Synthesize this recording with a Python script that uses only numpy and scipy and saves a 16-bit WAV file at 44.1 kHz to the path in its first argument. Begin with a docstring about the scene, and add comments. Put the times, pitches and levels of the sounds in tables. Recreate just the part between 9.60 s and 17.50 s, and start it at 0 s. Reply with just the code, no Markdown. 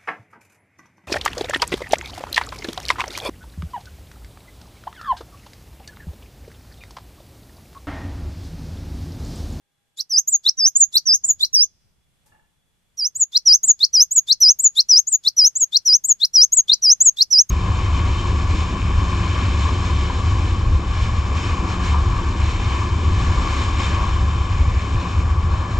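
"""Caged tit singing in a quiet garden

Close to a stereo microphone, a tit in a wire cage sings two bursts of a three-note motif: a raspy upsweep,
a dipping whistle and a high arched whistle, each a gliding tone with weak overtones and filtered noise.
Between the bursts it hops: noise for claws and thud, wavering sines for the faintly ringing wires.
Nearby surfaces scatter a short noise-like tail behind every note; air, rumble and a whine lie far below."""
import sys
import numpy as np
from scipy import signal
from scipy.fft import rfft, irfft, next_fast_len
from scipy.io import wavfile
from scipy.ndimage import uniform_filter1d, minimum_filter1d

SR = 44100
rng = np.random.default_rng(int(sys.argv[2]) if len(sys.argv) > 2 else 0)


def file_out(sig):
    """Save sig as 16-bit WAV at sys.argv[1]."""
    # one column per channel
    cols = np.atleast_2d(sig).T
    # limit, then scale
    lim = np.clip(cols, -1, 1)
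    pcm = np.round(lim * 32767).astype(np.int16)
    wavfile.write(sys.argv[1], SR, pcm)


N = 348390
TIME = np.arange(N) / SR
TOP_HZ = 15400  # upper edge of the sound


def undb(db):
    """Decibels to gain."""
    return 10 ** (np.asarray(db) / 20)


def unit(x):
    """Scale to rms 1."""
    return x / np.sqrt(np.mean(x ** 2))


def curve(rows):
    """Join rows of time in seconds and value by straight lines."""
    return np.interp(TIME, *np.transpose(rows))


def gain_at(hz, points):
    """Gain at the given frequencies of a spectrum drawn in Hz and dB."""
    point_hz, db = np.transpose(points)
    return undb(np.interp(np.log(hz + 1), np.log(point_hz), db))


def stereo_noise(points, likeness):
    """Noise coloured by a spectrum, scaled to rms 1, partly shared by the two channels."""
    own, shared = rng.standard_normal((2, N)), rng.standard_normal(N)
    common, size = np.clip(likeness, 0, 1), next_fast_len(N)
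    white = np.sqrt(1 - common) * own + np.sqrt(common) * shared
    colour = gain_at(np.fft.rfftfreq(size, 1 / SR), points)
    return unit(irfft(rfft(white, size) * colour, size)[:, :N])


def waver(rate):
    """Smooth random motion of rms 1, averaged twice over 1 / rate seconds."""
    width = max(int(SR / rate), 2)
    smooth = uniform_filter1d(rng.standard_normal(N), width)
    return unit(uniform_filter1d(smooth, width))


# Spectrum of the still garden air. Each row: frequency in Hz, relative density in dB per Hz.
AIR_COLOUR = [(25, -9.5), (80, -10), (155, -3.5), (240, -13), (1000, -18), (3300, -18.5), (5000, -24.5),
              (9000, -22), (13600, -28.5), (15000, -41.5)]
# Level of the air around the microphone. Each row: time in seconds, level in dB.
AIR_LEVEL = [(0, -75.5), (1, -69.5), (2.2, -71), (2.7, -69.5), (3.2, -71), (7.9, -65)]


def still_air():
    """Broad, very quiet noise whose level drifts slowly."""
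    return undb(curve(AIR_LEVEL) + 1.0 * waver(6)) * stereo_noise(AIR_COLOUR, 0.2)


# Spectrum of the low outdoor rumble. Each row: frequency in Hz, relative density in dB per Hz.
RUMBLE_COLOUR = [(25, -1), (70, 2), (170, -5.5), (300, -20.5), (800, -28), (3000, -42)]
# Level of the rumble at the microphone. Each row: time in seconds, level in dB.
RUMBLE_LEVEL = [(0, -98.5), (1.2, -69), (1.8, -61.5), (3.2, -73), (5, -65.5), (6, -71.5), (6.9, -64.5),
                (7.9, -65)]


def low_rumble():
    """Low-pitched noise that swells and sinks, with a quick unevenness in level."""
    return undb(curve(RUMBLE_LEVEL) + 2 * waver(44)) * stereo_noise(RUMBLE_COLOUR, 0.19)


# Spectrum of the faint whine. Each row: frequency in Hz, relative density in dB per Hz.
WHINE_COLOUR = [(3150, -50), (3340, -9.5), (3390, 8), (3440, 4.5), (3620, -58)]


def faint_whine():
    """A narrow band of noise, a little weaker over the first two seconds."""
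    fade_in = curve([(0, 0.75), (2, 1), (7.9, 1)])
    return undb(-82) * stereo_noise(WHINE_COLOUR, 0.17) * fade_in


# Faint far tones at the opening. Each row: frequency in Hz, rms level in dB.
FAR_TONES = [(813, -90), (1620, -90.5)]


def far_tones():
    """Steady sines that fade out as the song begins."""
    tones = sum(undb(db) * np.sqrt(2) * np.sin(2 * np.pi * hz * TIME) for hz, db in FAR_TONES)
    return tones * curve([(.35, 1), (.6, 0)])


def garden():
    """The quiet place around the cage: air, rumble, whine and far tones."""
    return still_air() + low_rumble() + faint_whine() + far_tones()


# Ringing of the cage wires. Each row: frequency in Hz, relative level in dB.
CAGE_MODES = [(861, 2.5), (930, -6.5), (1340, -9), (1730, 3), (2270, -11), (2780, -7), (3370, -20)]
# Hops across the cage. Each row: start in seconds, scrape of the claws in dB, ring of the cage in dB.
HOPS = [(2.657, -58, -67), (2.714, -83, -61), (2.764, -84, -96), (3.06, -76, -81.5)]


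def hops():
    """Claws scrape on the perch; the cage thuds and its loose wires rattle at their modes."""
    scrape_t60_s, thud_t60_s, wires_t60_s = 0.23, 0.43, .6  # times to die by 60 dB
    rise_s, thud_db = 0.0073, 1  # thud relative to the wires
    claws = stereo_noise([(300, 11.5), (2000, -3.5), (7000, 6.0), (13000, 3), (15000, -20)], 0.36)
    thud = stereo_noise([(100, 14), (400, 4.0), (900, 7), (2000, -5), (3200, -18), (6000, -27)], 0.43)
    wires = np.zeros((2, N))
    for hz, db in CAGE_MODES:
        phase = rng.uniform(0, 2 * np.pi, (2, 1))  # its own in each channel
        wires += undb(db) * waver(hz / 10) * np.sin(2 * np.pi * hz * TIME + phase)
    wires = unit(wires)
    out, t = np.zeros((2, N)), TIME[:SR]
    for start, scrape_db, ring_db in HOPS:
        span = slice(int(start * SR), int(start * SR) + SR)
        ring = undb(-60 * t / wires_t60_s) * wires[:, span]
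        knock = undb(thud_db - 60 * t / thud_t60_s) * thud[:, span]
        scrape = undb(scrape_db - 60 * t / scrape_t60_s) * claws[:, span]
        out[:, span] += np.minimum(t / rise_s, 1) * (undb(ring_db) * (ring + knock) + scrape)
    return out


def scatter(x, db, t60, delay, treble_db):
    """A dense, dying spray of echoes, different at each channel; the overtones, beamed aside, feed it more."""
    t = TIME[:SR // 2]
    # silent up to the delay, full at twice the delay
    echoes = rng.standard_normal((2, len(t))) * undb(-60 * t / t60) * np.clip(t / delay - 1, 0, 1)
    echoes *= undb(db) / np.sqrt(np.sum(echoes ** 2, axis=1, keepdims=True))
    colour = [(7500, 5), (9300, 6.5), (10300, treble_db), (14000, treble_db), (15000, -9.5)]
    tilt = gain_at(np.fft.rfftfreq(len(t), 1 / SR), colour)
    return signal.fftconvolve(x, irfft(rfft(echoes) * tilt, len(t)), axes=1)[:, :N]


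# Turned away from the microphone, the bird lights up the cage more.
# Each row: time in seconds, extra echo in dB.
TURNED_AWAY = [(.4, -1.5), (.9, -5.5), (1.6, 0.5), (1.85, -1), (2.1, -4.5), (3.4, -6), (3.9, -5),
               (7.9, -10)]


def surroundings(voice):
    """Wires and floor of the cage answer at once, the surroundings later and more softly."""
    aside = voice * undb(curve(TURNED_AWAY))
    cage = scatter(aside, db=-17.0, t60=.06, delay=.0035, treble_db=13.5)
    yard = scatter(aside, db=-33, t60=.13, delay=.008, treble_db=7)
    far = scatter(aside, db=-54, t60=1.0, delay=.03, treble_db=-7)
    return cage + yard + far


# How the throat carries the tone: sweeps start faint below its range, arches go hollow above it.
# Each row: frequency in Hz, gain in dB.
THROAT_COLOUR = [(3300, -20.5), (3800, -8.5), (4200, -0.5), (4850, -0.5), (5600, 2), (6850, -1),
                 (7450, -7.5), (8200, -23)]
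# What throat and beak let through of the overtones. Each row: frequency in Hz, gain in dB.
OVERTONE_COLOUR = [(6500, 1.5), (8000, 0), (8900, -32.5), (9500, -12.5), (10200, -3.5), (12000, 2),
                   (13300, 3.5), (14200, -0.5), (14900, -34)]
# Where the bird points its beak. Each row: time in seconds, left minus right in dB before each note kind's aim.
FACING = [(.4, -1.5), (1.35, -3), (2, -1), (3.5, -1.5), (5.3, 1.1), (7, 1.3), (7.8, -2.5)]
# Where it sits on the perch. Each row: time in seconds, lead of the left channel in ms.
PERCH = [(.5, .01), (.9, .04), (1.65, .04), (1.8, -.08), (2.1, -.08), (3.3, -.01), (7.9, -.01)]
# every note rises from the onset and sinks to the ending, relative to its full level
ONSET_DB, ENDING_DB = -32.5, -21


def sing(melody, notes, jitter, haze, shimmer_db, second_db, third_db, attack_s, release_s, aim_db, smear):
    """A gliding, nearly pure tone with weak overtones; returns the voice and the effort behind it."""
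    voice, effort = np.zeros((2, N)), np.zeros(N)
    tremor, flutter = jitter * waver(990), shimmer_db * waver(190)
    # the moving beak throws the sound a little left and right
    pan_db = curve(FACING) + aim_db + 1.5 * waver(70)
    lead_s = curve(PERCH) / 10 ** 3
    skew = smear * waver(60)  # radians by which left and right drift apart, widening the note
    # overtones come and go, and a haze of noise clings to them
    flicker, fuzz = undb(7.95 * waver(33)), haze * np.array([waver(2200), waver(2200)])
    sides = np.array([[.5], [-.5]])  # left, right
    for start, length, ratio, db, swell_db in notes:
        span = slice(int(start * SR), min(int((start + length) * SR), N))
        t = TIME[span] - start
        share = t / length
        glide = ratio * uniform_filter1d(np.interp(share, *np.transpose(melody)), size=200)
        # the pitch is least steady where it moves fastest
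        speed = np.abs(np.gradient(glide))
        hz = glide * (1 + tremor[span] * np.sqrt(speed / (speed.mean() + 1e-9)))
        gate = np.clip(t / 0.0015, 0, 1) * np.clip((length - t) / 0.0025, 0, 1)
        attack_db = ONSET_DB * np.exp(-t / attack_s)
        release_db = ENDING_DB * np.exp((t - length) / release_s)
        envelope_db = attack_db + swell_db * (share - .5) + release_db
        loud = undb(db + envelope_db + flutter[span]) * gain_at(glide, THROAT_COLOUR)
        apart = sides * (2 * np.pi * hz * lead_s[span] + skew[span])
        phase = 2 * np.pi * np.cumsum(hz) / SR + apart
        # the throat is tuned to the fundamental, so overtones and rasp swell less than it does
        drive = loud ** 0.29
        second = undb(second_db) * gain_at(2 * hz, OVERTONE_COLOUR) * np.sin(2 * phase)
        third = undb(third_db) * gain_at(3 * hz, OVERTONE_COLOUR) * np.sin(3 * phase)
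        third *= 3 * hz < TOP_HZ
        overtones = drive * (flicker[span] + fuzz[:, span]) * (second + third)
        voice[:, span] += gate * undb(sides * pan_db[span]) * (loud * np.sin(phase) + overtones)
        effort[span] += gate * drive
    return voice, uniform_filter1d(effort, size=1100)


JITTER, HAZE = .003, .7  # basic pitch unsteadiness as a fraction; strength of the noise on the overtones

# The upsweeps. Each row: start in seconds, length in seconds, pitch ratio, level in dB before
# envelope and throat, swell from start to end in dB.
SWEEPS = [(0.3712, 0.044, 1.01, -8.5, -3.5), (0.8372, 0.064, 0.99, -2.95, 0), (1.325, 0.062, 1, -2.7, 0.5),
          (1.7933, 0.067, 0.99, -4, -21), (3.7216, 0.06, 0.99, -0.1, 0.5),
          (4.1924, 0.065, 1.008, 1.5, -3.5), (4.6732, 0.062, 1.007, 1.9, -6),
          (5.1533, 0.062, 0.99, 2.5, -4), (5.6367, 0.0564, 0.98, 2, -3), (6.1201, 0.059, 1.006, 4, -4.5),
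          (6.5996, 0.061, 1.003, 3.2, -7), (7.0819, 0.066, 1.012, 5.6, -18.5),
          (7.5689, 0.066, 1.015, 0.4, -8)]
# Melody of an upsweep. Each row: share of its length from 0 to 1, pitch in Hz before the note's ratio.
SWEEP_PITCH = [(0, 3330), (.47, 3830), (.7, 4270), (.78, 4600), (.94, 6050), (1, 6500)]
# How strained the voice is. Each row: time in seconds, strain factor.
SWEEP_STRAIN = [(.4, 1.3), (.87, 3), (1.35, 2.3), (1.83, 3), (3.75, 1), (6.65, 1.1), (7.12, 3.2),
                (7.6, 1.1)]


def upsweeps():
    """Rising notes; a strained sweep wobbles in pitch and breaks up in level."""
    strain = curve(SWEEP_STRAIN)
    return sing(SWEEP_PITCH, SWEEPS, 2 * JITTER * strain, HAZE, shimmer_db=2.7 * strain ** 0.42,
                second_db=-40, third_db=-43, attack_s=0.019, release_s=.007, aim_db=1, smear=0.49 * strain)


# The dipping whistles. Each row: start in seconds, length in seconds, pitch ratio, level in dB before
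# envelope and throat, swell from start to end in dB.
DIPS = [(0.4945, 0.11, 1.004, -14.5, 15), (0.9702, 0.12, 1.008, -11.5, 13), (1.4538, 0.11, 1.015, -10, 3),
        (1.929, 0.12, 0.99, -9, -2.5), (3.3715, 0.11, 0.98, -17.5, 9), (3.8533, 0.11, 0.993, -5, 4.5),
        (4.329, 0.11, 1, -6.5, 3.5), (4.8033, 0.12, 1.007, -5, -0.5), (5.2861, 0.12, 1, -6, 0),
        (5.7648, 0.12, 0.9996, -7.5, 4.5), (6.2516, 0.12, 1, -8.5, 4.5), (6.7334, 0.12, 0.99, -6.5, 6.5),
        (7.2189, 0.12, 1.0005, -6.5, 6), (7.7041, 0.12, 1.002, -7, 6)]
# Melody of a dip. Each row: share of its length from 0 to 1, pitch in Hz before the note's ratio.
DIP_PITCH = [(0, 5700), (.12, 6040), (.35, 5080), (.48, 4820), (.6, 4860), (.72, 5380), (.945, 6640),
             (1, 5750)]


def dipping_whistles():
    """Notes with the steadiest pitch: a clean tone that sinks and climbs again."""
    return sing(DIP_PITCH, DIPS, JITTER / 2, HAZE, shimmer_db=1.5, second_db=-44.0, third_db=-79,
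                attack_s=0.0079, release_s=0.0043, aim_db=0.5, smear=.25)


# The arched whistles. Each row: start in seconds, length in seconds, pitch ratio, level in dB before
# envelope and throat, swell from start to end in dB.
ARCHES = [(0.6724, 0.093, 1.008, -8.5, 4), (1.1513, 0.093, 1.011, -2, 5), (1.6356, 0.086, 1.018, -7.5, 1.5),
          (3.5498, 0.091, 1.022, -10, 11), (4.0303, 0.091, 1.0085, -4, 9),
          (4.5078, 0.091, 1.009, -6.0, 9.5), (4.9873, 0.091, 1.02, -4, 16.5),
          (5.4683, 0.095, 1.019, -8.5, 5.5), (5.952, 0.096, 0.994, -9, 2.5),
          (6.4373, 0.093, 1.006, -7.5, 7), (6.9194, 0.093, 0.99, -5, 0), (7.4021, 0.098, 0.99, -3, 1.5),
          (7.89, 0.096, 1, -11, 6)]
# Melody of an arch. Each row: share of its length from 0 to 1, pitch in Hz before the note's ratio.
ARCH_PITCH = [(0, 6300), (.17, 6880), (.34, 8100), (.44, 8150), (.62, 7130), (.78, 6700), (.95, 6530),
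              (1, 5950)]


def arched_whistles():
    """High notes that leap up and fall back, with the quickest attack."""
    return sing(ARCH_PITCH, ARCHES, JITTER, HAZE, shimmer_db=1.0, second_db=-43.5, third_db=-80,
                attack_s=0.0047, release_s=0.004, aim_db=1.5, smear=.3)


def starts(notes):
    """A 20 ms swell around the start of each note, larger for louder notes."""
    at, db = np.array(notes)[:, 0], np.array(notes)[:, 3]
    marks = np.zeros(N)
    marks[np.minimum((at * SR).astype(int), N - 1)] = undb(db / 2)
    # centred 5 ms after the start
    return signal.fftconvolve(marks, np.hanning(SR // 50))[SR // 200:][:N]


# Rasp of the sweeps. Each row: frequency in Hz, relative density in dB per Hz.
RASP_COLOUR = [(200, -17.5), (600, -17), (1500, -12.5), (2900, -11), (3800, 5), (6000, 3), (8200, -3.5),
               (8900, -31.5), (9600, -24), (10500, -10), (13800, -12), (14900, -33.5)]
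# Faint hiss of the whistles. Each row: frequency in Hz, relative density in dB per Hz.
HISS_COLOUR = [(1000, -32), (3200, -21), (4700, -6.5), (6500, 4), (8200, -9), (9000, -33.5), (12000, -24),
               (13500, -13.5), (14900, -37.5)]


def rasp_and_hiss(sweep_effort, arch_effort):
    """Grainy noise: rasp follows the sweeps' effort, hiss the arches', and both swell around note starts."""
    rasp_level = undb(-37.5) * sweep_effort + undb(-53.5) * starts(SWEEPS)
    rasp = rasp_level * stereo_noise(RASP_COLOUR, 0.5)
    # a short soft hiss around the start of each whistle
    start_hiss = undb(-43.5) * starts(DIPS) + undb(-50) * starts(ARCHES)
    hiss = (start_hiss + undb(-50) * arch_effort) * stereo_noise(HISS_COLOUR, 0.93)
    return (rasp + hiss) * undb(2.5 * waver(200))


# Low rustle that comes with the notes. Each row: frequency in Hz, relative density in dB per Hz.
RUSTLE_COLOUR = [(25, -4), (70, 0), (170, -3.5), (300, -10.5), (800, -13), (2500, -21), (5000, -48)]


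def rustle(sweep_effort, dip_effort, arch_effort):
    """Low noise that follows the effort of all three notes, slowly uneven in level."""
    level = undb(-62.5) * sweep_effort + undb(-64.5) * dip_effort + undb(-55.5) * arch_effort
    return level * stereo_noise(RUSTLE_COLOUR, 0.15) * undb(3 * waver(8))


def song():
    """The three notes with their rasp, hiss, rustle and echoes."""
    sweep, sweep_effort = upsweeps()
    dip, dip_effort = dipping_whistles()
    arch, arch_effort = arched_whistles()
    voice = sweep + dip + arch + rasp_and_hiss(sweep_effort, arch_effort)
    return voice + surroundings(voice) + rustle(sweep_effort, dip_effort, arch_effort)


def scene():
    """The garden, the cage and the bird."""
    return garden() + hops() + song()


def record(dry):
    """A smooth limiter holds down the loudest notes; a steep low-pass cuts the top."""
    ceiling = 0.75
    need = np.minimum(1, ceiling / (np.abs(dry).max(axis=0) + 1e-9))
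    held = minimum_filter1d(need, size=300)
    gain = uniform_filter1d(uniform_filter1d(held, size=150), size=150)
    low_pass = signal.ellip(8, .2, 70, TOP_HZ, fs=SR, output="sos")
    return signal.sosfilt(low_pass, dry * gain)


dry = scene()
out = record(dry)
file_out(out)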